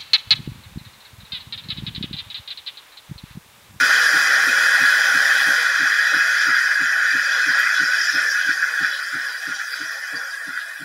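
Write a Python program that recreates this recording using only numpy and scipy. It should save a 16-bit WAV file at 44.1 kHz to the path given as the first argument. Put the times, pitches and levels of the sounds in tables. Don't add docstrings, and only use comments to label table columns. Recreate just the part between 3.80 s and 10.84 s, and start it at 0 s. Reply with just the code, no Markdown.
import sys
import numpy as np
from scipy import signal
from scipy.fft import rfft, irfft, next_fast_len
from scipy.io import wavfile
from scipy.ndimage import uniform_filter1d, map_coordinates

SR = 44100
rng = np.random.default_rng(int(sys.argv[2]) if len(sys.argv) > 2 else 0)


def generate_wav(sig):
    pcm = np.round(np.clip(np.atleast_2d(sig).T, -1, 1) * 32767).astype(np.int16)
    wavfile.write(sys.argv[1], SR, pcm)


N = 310464

# time_s [s], level_db [dB]
JET_STRENGTH = [(0, -15), (1.9, -17), (3.95, -18), (4.6, -20), (5.1, -23.5), (5.6, -27.5), (6.3, -29.5),
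                (7.04, -31.5)]
# centre_s [s], roar_change_db [dB], spray_change_db [dB]
MILK_CHOKES = [(4.335, -4, 0.5), (4.75, -6, 0.5), (5.285, -3.5, 1), (5.595, -5.5, 0), (5.77, -7, 2),
               (5.86, -3, 1), (6.6, 1.5, -1.5), (6.99, -4, -1)]
# centre_s [s], level_db [dB]
STEAM_SPURTS = [(4.385, -18), (4.7, -21), (5.05, -19), (5.35, -22), (5.675, -27.5), (5.725, -25.5),
                (5.81, -26.5), (5.935, -27.5), (6.12, -30), (6.41, -29.5), (6.775, -29)]
CHOKE_HALF_S, SPURT_HALF_S = 0.022, 0.02
THROAT_HZ, FLOOD_OCTAVES = 1624, 0.1
ROAR_SURGE_DB, RASP_SURGE_DB, SIZZLE_SURGE_DB, GURGLE_SURGE_DB = 2, 0.5, 1.5, 1


def chamber(sputter, kicks, surge):
    jet_db, = curves(JET_STRENGTH)
    choke_db = sum(db * bump(s, CHOKE_HALF_S) for s, db, _ in MILK_CHOKES)
    roar_db = jet_db + ROAR_SURGE_DB * surge + choke_db
    source = blend(jet(), kicks, 0.65 * sputter)
    ring = kitchen(frother(source, lo_hz=1241, hi_hz=2660), wet_db=-9.5)
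    throat_hz = THROAT_HZ * 2 ** (-FLOOD_OCTAVES * surge + 0.12 * wobble(14))
    roar = churned(ring, patchy_db=0.77 + 3.8 * sputter,
                   centre_hz=throat_hz, octaves=0.072, lift_db=1.0 + 10 * sputter)
    flutter_db = 1.1 * sputter * wobble(30) + 0.5 * (1 - sputter) * wobble(10)
    return np.hypot(amp(roar_db + flutter_db), puffs(STEAM_SPURTS, SPURT_HALF_S)) * roar


# [dB, relative: see pops]
POCKET_BURSTS = [(5.045, -13), (6.774, -18.5)]


def pops():
    kicks = np.zeros(N)
    for start_s, kick_db in POCKET_BURSTS:
        kicks[int(start_s * SR)] = amp(kick_db)
    ring = frother(kicks, lo_hz=1300, hi_hz=1860)
    peak = amp(3) * kicks.max()
    return kitchen(peak * ring / np.abs(ring).max(), wet_db=-11)


# time_s [s], rasp_db [dB], sizzle_db [dB]
SPOUT_SPRAY = [(0, -29.7, -24.5), (.7, -31, -28), (1.7, -30.5, -29), (2.1, -33, -31.5), (2.7, -35, -31),
               (3.15, -39, -35), (3.5, -34, -31.5), (4.35, -36, -31.5), (4.85, -42, -36), (5.35, -41, -40),
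               (6.1, -46.5, -39.5), (7.04, -48, -49.5)]
# centre_s [s], rasp_db [dB], sizzle_db [dB], half_length_s [s]
WET_SPLUTTERS = [(2.604, -47, -29, 0.039), (4.07, -50, -33, 0.054), (4.26, -39, -27.5, 0.1),
                 (4.51, -55, -31, .035), (4.627, -36.5, -46, 0.047), (5.08, -37.5, -38, 0.077),
                 (5.48, -44, -38.5, .06), (5.96, -44, -44, 0.063), (6.07, -57, -46, 0.058),
                 (6.82, -43, -61, 0.028)]
SIZZLE_HZ, SPLUTTER_LIFT_DB = 5240, 6


def spout_levels(surge):
    rasp_db, sizzle_db = curves(SPOUT_SPRAY)
    choke_db = sum(db * bump(s, CHOKE_HALF_S) for s, _, db in MILK_CHOKES)
    wet_rasp = sum(amp(db) * bump(s, half_s) for s, db, _, half_s in WET_SPLUTTERS)
    wet_sizzle = sum(amp(db) * bump(s, half_s) for s, _, db, half_s in WET_SPLUTTERS)
    rasp = np.hypot(amp(rasp_db + RASP_SURGE_DB * surge), wet_rasp)
    sizzle = np.hypot(amp(sizzle_db + SIZZLE_SURGE_DB * surge), wet_sizzle)
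    wetness = wet_sizzle / sizzle
    return 20 * np.log10(rasp) + choke_db, 20 * np.log10(sizzle) + choke_db, wetness


def spout(sputter, kicks, surge):
    rasp_db, sizzle_db, wetness = spout_levels(surge)

    rasp_source = blend(jet(), kicks, 0.18 * sputter)
    rasp = kitchen(frother(rasp_source, lo_hz=2745, hi_hz=4440), wet_db=-9.5)
    rasp = walls(rasp, share=0.097, reach_s=0.008)
    rasp = churned(rasp, patchy_db=0.4 + 6.6 * sputter, size=(4, 9))

    chirps = bubbles(rate=900, lo_hz=4443, hi_hz=7400, cycles=48, rise=0.019, spread_db=5.5)
    sizzle_source = blend(jet(), chirps, 0.25 * sputter)
    sizzle = kitchen(frother(sizzle_source, lo_hz=4370, hi_hz=7170), wet_db=-9.0)
    sizzle = walls(sizzle, share=0.091, reach_s=0.008)
    centre_hz = SIZZLE_HZ * np.exp(0.15 * (1 - wetness) * wobble(12))
    lift_db = 5.8 * sputter + SPLUTTER_LIFT_DB * wetness
    sizzle = churned(sizzle, patchy_db=1.5 + 2.9 * sputter, size=(4, 8),
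                     centre_hz=centre_hz, octaves=0.15, lift_db=lift_db)

    rasp_gain = amp(rasp_db + (0.83 + 2 * sputter) * wobble(20))
    sizzle_gain = amp(sizzle_db + 0.88 * sputter * wobble(20))
    return rasp_gain * rasp + sizzle_gain * sizzle


# centre_s [s], level_db [dB]
LIP_WHISTLES = [(5.24, -34.5), (5.755, -38), (5.935, -30), (6.04, -37), (6.37, -32.5), (6.51, -39)]


def whistles():
    tone = unit(coloured(jet(), lambda hz: band(hz, lo_hz=4780, hi_hz=4780, order=36)))
    return puffs(LIP_WHISTLES, half_s=0.015) * tone


# centre_s [s], level_db [dB], pitch_hz [Hz], half_length_s [s]
MILK_GLUGS = [(2.85, -44, 800, .07), (3.566, -39.5, 600, .04), (3.76, -39, 740, 0.051),
              (3.857, -46, 1020, 0.051), (4.402, -47, 650, 0.055), (6.12, -51, 600, .04),
              (6.39, -45, 496, 0.087)]
GURGLE_DB, GURGLE_FOLLOWS = -33.5, 1.04
MUFFLE_DB_PER_S, HOLLOW_HZ = 0.81, 723


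def gurgle(sputter, surge):
    froth_db, = curves(MILK_FROTH)
    muffle_db = MUFFLE_DB_PER_S * np.arange(N) / SR
    steady_db = GURGLE_DB + GURGLE_FOLLOWS * (froth_db - froth_db.max()) - muffle_db
    gurgle_db = steady_db + GURGLE_SURGE_DB * surge + 3.0 * sputter * wobble(11)
    pull = sum(np.log(hz / HOLLOW_HZ) * bump(s, half_s) for s, _, hz, half_s in MILK_GLUGS)
    hollow_hz = HOLLOW_HZ * np.exp(0.059 * wobble(10) + pull)
    swell = sum(amp(db) * bump(s, half_s) for s, db, _, half_s in MILK_GLUGS)

    glugs = bubbles(rate=220, lo_hz=428.8, hi_hz=1145, cycles=17.1, rise=0.118, spread_db=3.5)
    ring = kitchen(frother(blend(jet(), glugs, 0.077), lo_hz=368, hi_hz=1180), wet_db=-6.5)
    ring = churned(ring, patchy_db=0.2 + 4.3 * sputter,
                   centre_hz=hollow_hz, octaves=0.76, lift_db=1.5 + 17.0 * sputter)

    def low_milk(hz):
        return band(hz, lo_hz=255, hi_hz=5000, order=2) * band(hz, lo_hz=25, hi_hz=436, order=5)

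    rumble = unit(coloured(jet(), low_milk))
    rumble_db = gurgle_db - 14.5 - 9.7 * sputter + 1.2 * wobble(22.15)
    return np.hypot(amp(gurgle_db), swell) * ring + amp(rumble_db) * rumble


# time_s [s], level_db [dB]
MILK_FROTH = [(0, -36.5), (.9, -37.5), (1.72, -37.5), (1.96, -42), (2.06, -42), (2.65, -42.5), (3.2, -45),
              (3.75, -43.5), (4.4, -43), (4.7, -45), (6.4, -48), (7.04, -49)]
# centre_s [s], level_db [dB]
DROPLET_SPITS = [(1.5, -45), (3.8, -39), (5.925, -45), (6.125, -49)]


def foam(sputter, kicks):
    fizz_db, = curves(MILK_FROTH)
    crackle = bubbles(rate=1500, lo_hz=6800, hi_hz=15100, cycles=2.5, rise=0.05, spread_db=25)
    mist = blend(jet(), kicks, 0.03 * sputter)
    fizz = kitchen(frother(blend(mist, crackle, 0.11), lo_hz=7790, hi_hz=17600), wet_db=-8.5)
    fizz = walls(fizz, share=0.047, reach_s=0.0083)
    fizz = churned(fizz, patchy_db=1.5 + 1.5 * sputter, size=(12, 6))
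    spray = unit(coloured(jet(), lambda hz: band(hz, lo_hz=10500, hi_hz=15500, order=5)))
    fizz_gain = amp(fizz_db + 0.75 * wobble(60) + 0.34 * wobble(10))
    return fizz_gain * fizz + puffs(DROPLET_SPITS, half_s=0.017) * spray


FIRST_STROKE_S, STROKES_PER_S = 0.023, 3
STROKE_DB, STROKE_FOLLOWS, STROKE_SCATTER_DB = -36.5, 0.33, 0.3


def stroke_times():
    return np.arange(FIRST_STROKE_S, N / SR, 1 / STROKES_PER_S)


# [dB, relative]
CASING_MODES = [(138, 11, -16), (165, 24, -5.5), (208, 28, -41), (300.5, 65, 3)]


def pump(swell_s=0.013, buzz_hz=139, wet_db=-7):
    t = np.arange(-SR // 10, SR // 10) / SR
    hz = np.fft.rfftfreq(len(t), 1 / SR)
    ring = sum(amp(db) / (1 + (2 * (hz - pitch) / width) ** 2) for pitch, width, db in CASING_MODES)
    casing = ring + amp(-16) * band(hz, lo_hz=110, hi_hz=423, order=3)
    out = np.zeros(N + 2 * SR)
    jet_db, = curves(JET_STRENGTH)
    for s in stroke_times():
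        follow_db = STROKE_FOLLOWS * (jet_db[int(s * SR)] - jet_db.max())
        level_db = STROKE_DB + follow_db + STROKE_SCATTER_DB * rng.standard_normal()
        sag = 1 - 0.08 * np.tanh(t / swell_s)
        pitch_hz = buzz_hz * (1 + 0.02 * rng.standard_normal()) * sag
        phase = 2 * np.pi * (np.cumsum(pitch_hz) / SR + rng.random())
        rattle = unit(irfft(rfft(rng.standard_normal(len(t))) * casing, len(t)))
        buzz = unit(0.19 * np.sin(phase) + np.sin(2 * phase))
        stroke = blend(rattle, buzz, 0.51) * np.exp(-(t / swell_s) ** 2 / 2)
        stroke *= np.sqrt(np.pi * swell_s * SR / np.sum(stroke ** 2))
        first = int((s + t[0]) * SR) + SR
        out[first:first + len(t)] += amp(level_db) * stroke
    return kitchen(out[SR:][:N], wet_db)


SURGE_LAG_S, SURGE_ATTACK_S, SURGE_RELEASE_S = 0.019, 0.026, 0.16


def surges():
    t = np.arange(N) / SR
    swell = np.zeros(N)
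    for crest_s in stroke_times() + SURGE_LAG_S:
        width_s = np.where(t < crest_s, SURGE_ATTACK_S, SURGE_RELEASE_S)
        swell += np.exp(-((t - crest_s) / width_s) ** 2)
    jet_db, = curves(JET_STRENGTH)
    weakness = 1 - amp(jet_db - jet_db.max())
    return (swell - swell.mean()) * weakness


def jet():
    return rng.standard_normal(N)


def collapses(rate, wander, scatter_db):
    turns = np.cumsum(rate * np.exp(wander * wobble(70))) / SR
    at = np.flatnonzero(np.diff(np.floor(turns)))
    kicks = np.zeros(N)
    kicks[at] = amp(scatter_db * rng.standard_normal(len(at)))
    return unit(kicks)


def bubbles(rate, lo_hz, hi_hz, cycles, rise, spread_db):
    when, pitch, size, life = rng.random((int(rate * N / SR), 4)).T[:, :, None]
    hz = lo_hz * (hi_hz / lo_hz) ** pitch
    k = np.arange(int(3 * cycles / lo_hz * SR))
    span = cycles * (0.5 + life)
    age = hz * k / SR / span
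    envelope = amp(spread_db * size) * np.exp(-2 * age) * (1 - np.exp(-20 * age))
    tone = envelope * np.sin(2 * np.pi * span * age * (1 + rise * age / 2))
    place = (when * N).astype(int) + k
    return unit(np.bincount(place.ravel(), tone.ravel(), N)[:N])


# [dB, relative]
STEAM_COLOUR = [(400, -35), (900, -27.5), (1200, -12), (1420, -0.5), (1750, -2.5), (2050, -11),
                (2220, -20.5), (2750, -28), (3300, -28.5), (5200, -25), (7900, -34.5), (11300, -26.5),
                (12200, -38.5), (15500, -35)]
# pitch_hz [Hz], width_hz [Hz], lift_db [dB]
CAVITY_MODES = [(487.6, 29, 12.5), (555, 53, 7.5), (658, 76, 7), (802.5, 48, 10), (1128, 65, 6.5),
                (1466.5, 63, 5.5), (1654, 44, 6.5), (1826, 235, 5.5), (2018, 97, 4.5), (2364, 98, 10.5),
                (2455, 100, 8.5), (2534, 73, 15.5), (3087, 360, 14), (3372, 253, 15), (3583, 130, 8.5),
                (3942, 200, 13.5), (4207, 180, 7), (4778, 280, 11.5), (4950, 370, 5.5), (5260, 250, 8.5),
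                (5710, 255, 11.5), (6100, 154, 8), (6420, 170, 6.5), (7150, 770, 13.5)]


def frother(x, lo_hz, hi_hz):
    grid = np.linspace(0, SR / 2, 4096)
    lift_db = sum(db / (1 + (2 * (grid - pitch) / width) ** 2) for pitch, width, db in CAVITY_MODES)
    gain = amp(along(STEAM_COLOUR, grid) + lift_db) * band(grid, lo_hz, hi_hz)
    return unit(coloured(x, lambda hz: np.interp(hz, grid, gain)))


def churned(x, patchy_db, size=(3, 10), centre_hz=None, octaves=0.2, lift_db=0):
    hz, _, z = signal.stft(x, SR, nperseg=1024, noverlap=768)

    def frames(curve):
        return np.interp(np.linspace(0, N, z.shape[1]), np.arange(N), curve + np.zeros(N))

    field = uniform_filter1d(rng.standard_normal(z.shape), size[0], 0)
    field = uniform_filter1d(field, size[1], 1)
    db = frames(patchy_db) * unit(field)
    if centre_hz is not None:
        distance = np.log2((hz[:, None] + 1) / frames(centre_hz)) / octaves
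        db = db + frames(lift_db) / (1 + distance ** 2)
    gain = amp(db)
    power = np.mean(np.abs(z) ** 2, axis=1)
    gain = gain / np.sqrt(power @ gain ** 2 / power.sum())
    return unit(signal.istft(z * gain, nperseg=1024, noverlap=768)[1][:N])


def walls(x, share, reach_s, count=8):
    out = x.copy()
    for delay, sign in rng.random((count, 2)):
        lag = 1 + int(reach_s * (0.2 + delay) * SR)
        out[lag:] += share * np.sign(sign - 0.5) * x[:-lag]
    return unit(out)


# pitch_hz [Hz], t60_s [s]
KITCHEN_DECAY = [(200, 0.21), (2000, 0.26), (12000, 0.3)]


def kitchen(x, wet_db):
    hz, t, z = signal.stft(rng.standard_normal(SR // 3), SR, nperseg=256)
    decay_db = -60 * t / along(KITCHEN_DECAY, hz)[:, None]
    tail = signal.istft(z * amp(decay_db), SR, nperseg=256)[1]
    wet = signal.fftconvolve(x, tail / np.linalg.norm(tail))[:N]
    return (x + amp(wet_db) * wet) / np.hypot(1, amp(wet_db))


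def amp(db):
    return 10 ** (np.asarray(db) / 20)


def unit(x):
    return x / np.sqrt(np.mean(x ** 2) + 1e-20)


def along(points, hz):
    f, v = np.transpose(points)
    return np.interp(np.log(hz + 1), np.log(f + 1), v)


def curves(rows):
    s, *cols = np.transpose(rows)
    return [np.interp(np.arange(N) / SR, s, c) for c in cols]


def wobble(rate):
    knots = rng.standard_normal(int(N * rate / SR) + 4)
    return map_coordinates(knots, [np.arange(N) * rate / SR])


def bump(s, half_s):
    return np.exp(-((np.arange(N) / SR - s) / half_s) ** 2)


def puffs(rows, half_s):
    return sum(amp(db) * bump(s, half_s) for s, db in rows)


def blend(a, b, share):
    share = np.clip(share, 0, 1)
    return np.sqrt(1 - share) * a + np.sqrt(share) * b


def band(hz, lo_hz, hi_hz, order=18):
    return 1 / np.sqrt((1 + (lo_hz / (hz + 1)) ** (2 * order)) * (1 + (hz / hi_hz) ** (2 * order)))


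def coloured(x, gain):
    m = 2 * next_fast_len(N // 2 + SR // 4)
    log_gain = np.log(np.maximum(gain(np.fft.rfftfreq(m, 1 / SR)), 1e-6))
    cepstrum = irfft(log_gain, m)
    cepstrum[1:m // 2] *= 2
    cepstrum[m // 2 + 1:] = 0
    return irfft(rfft(x, m) * np.exp(rfft(cepstrum)), m)[:N]


SPUTTER_START, SPUTTER_PER_S = 0.1, 0.069


def scene():
    sputter = SPUTTER_START + SPUTTER_PER_S * np.arange(N) / SR
    surge = surges()
    kicks = collapses(rate=150, wander=0.35, scatter_db=2)
    steam = chamber(sputter, kicks, surge) + pops() + spout(sputter, kicks, surge) + whistles()
    milk = gurgle(sputter, surge) + foam(sputter, kicks)
    return (steam + milk + pump())[None]


TOP_HZ = 15700


def record(dry):
    m = next_fast_len(N + SR // 2)
    passed = np.fft.rfftfreq(m, 1 / SR) < TOP_HZ
    return irfft(rfft(dry, m) * passed, m)[..., :N]


dry = scene()
out = record(dry)
generate_wav(out)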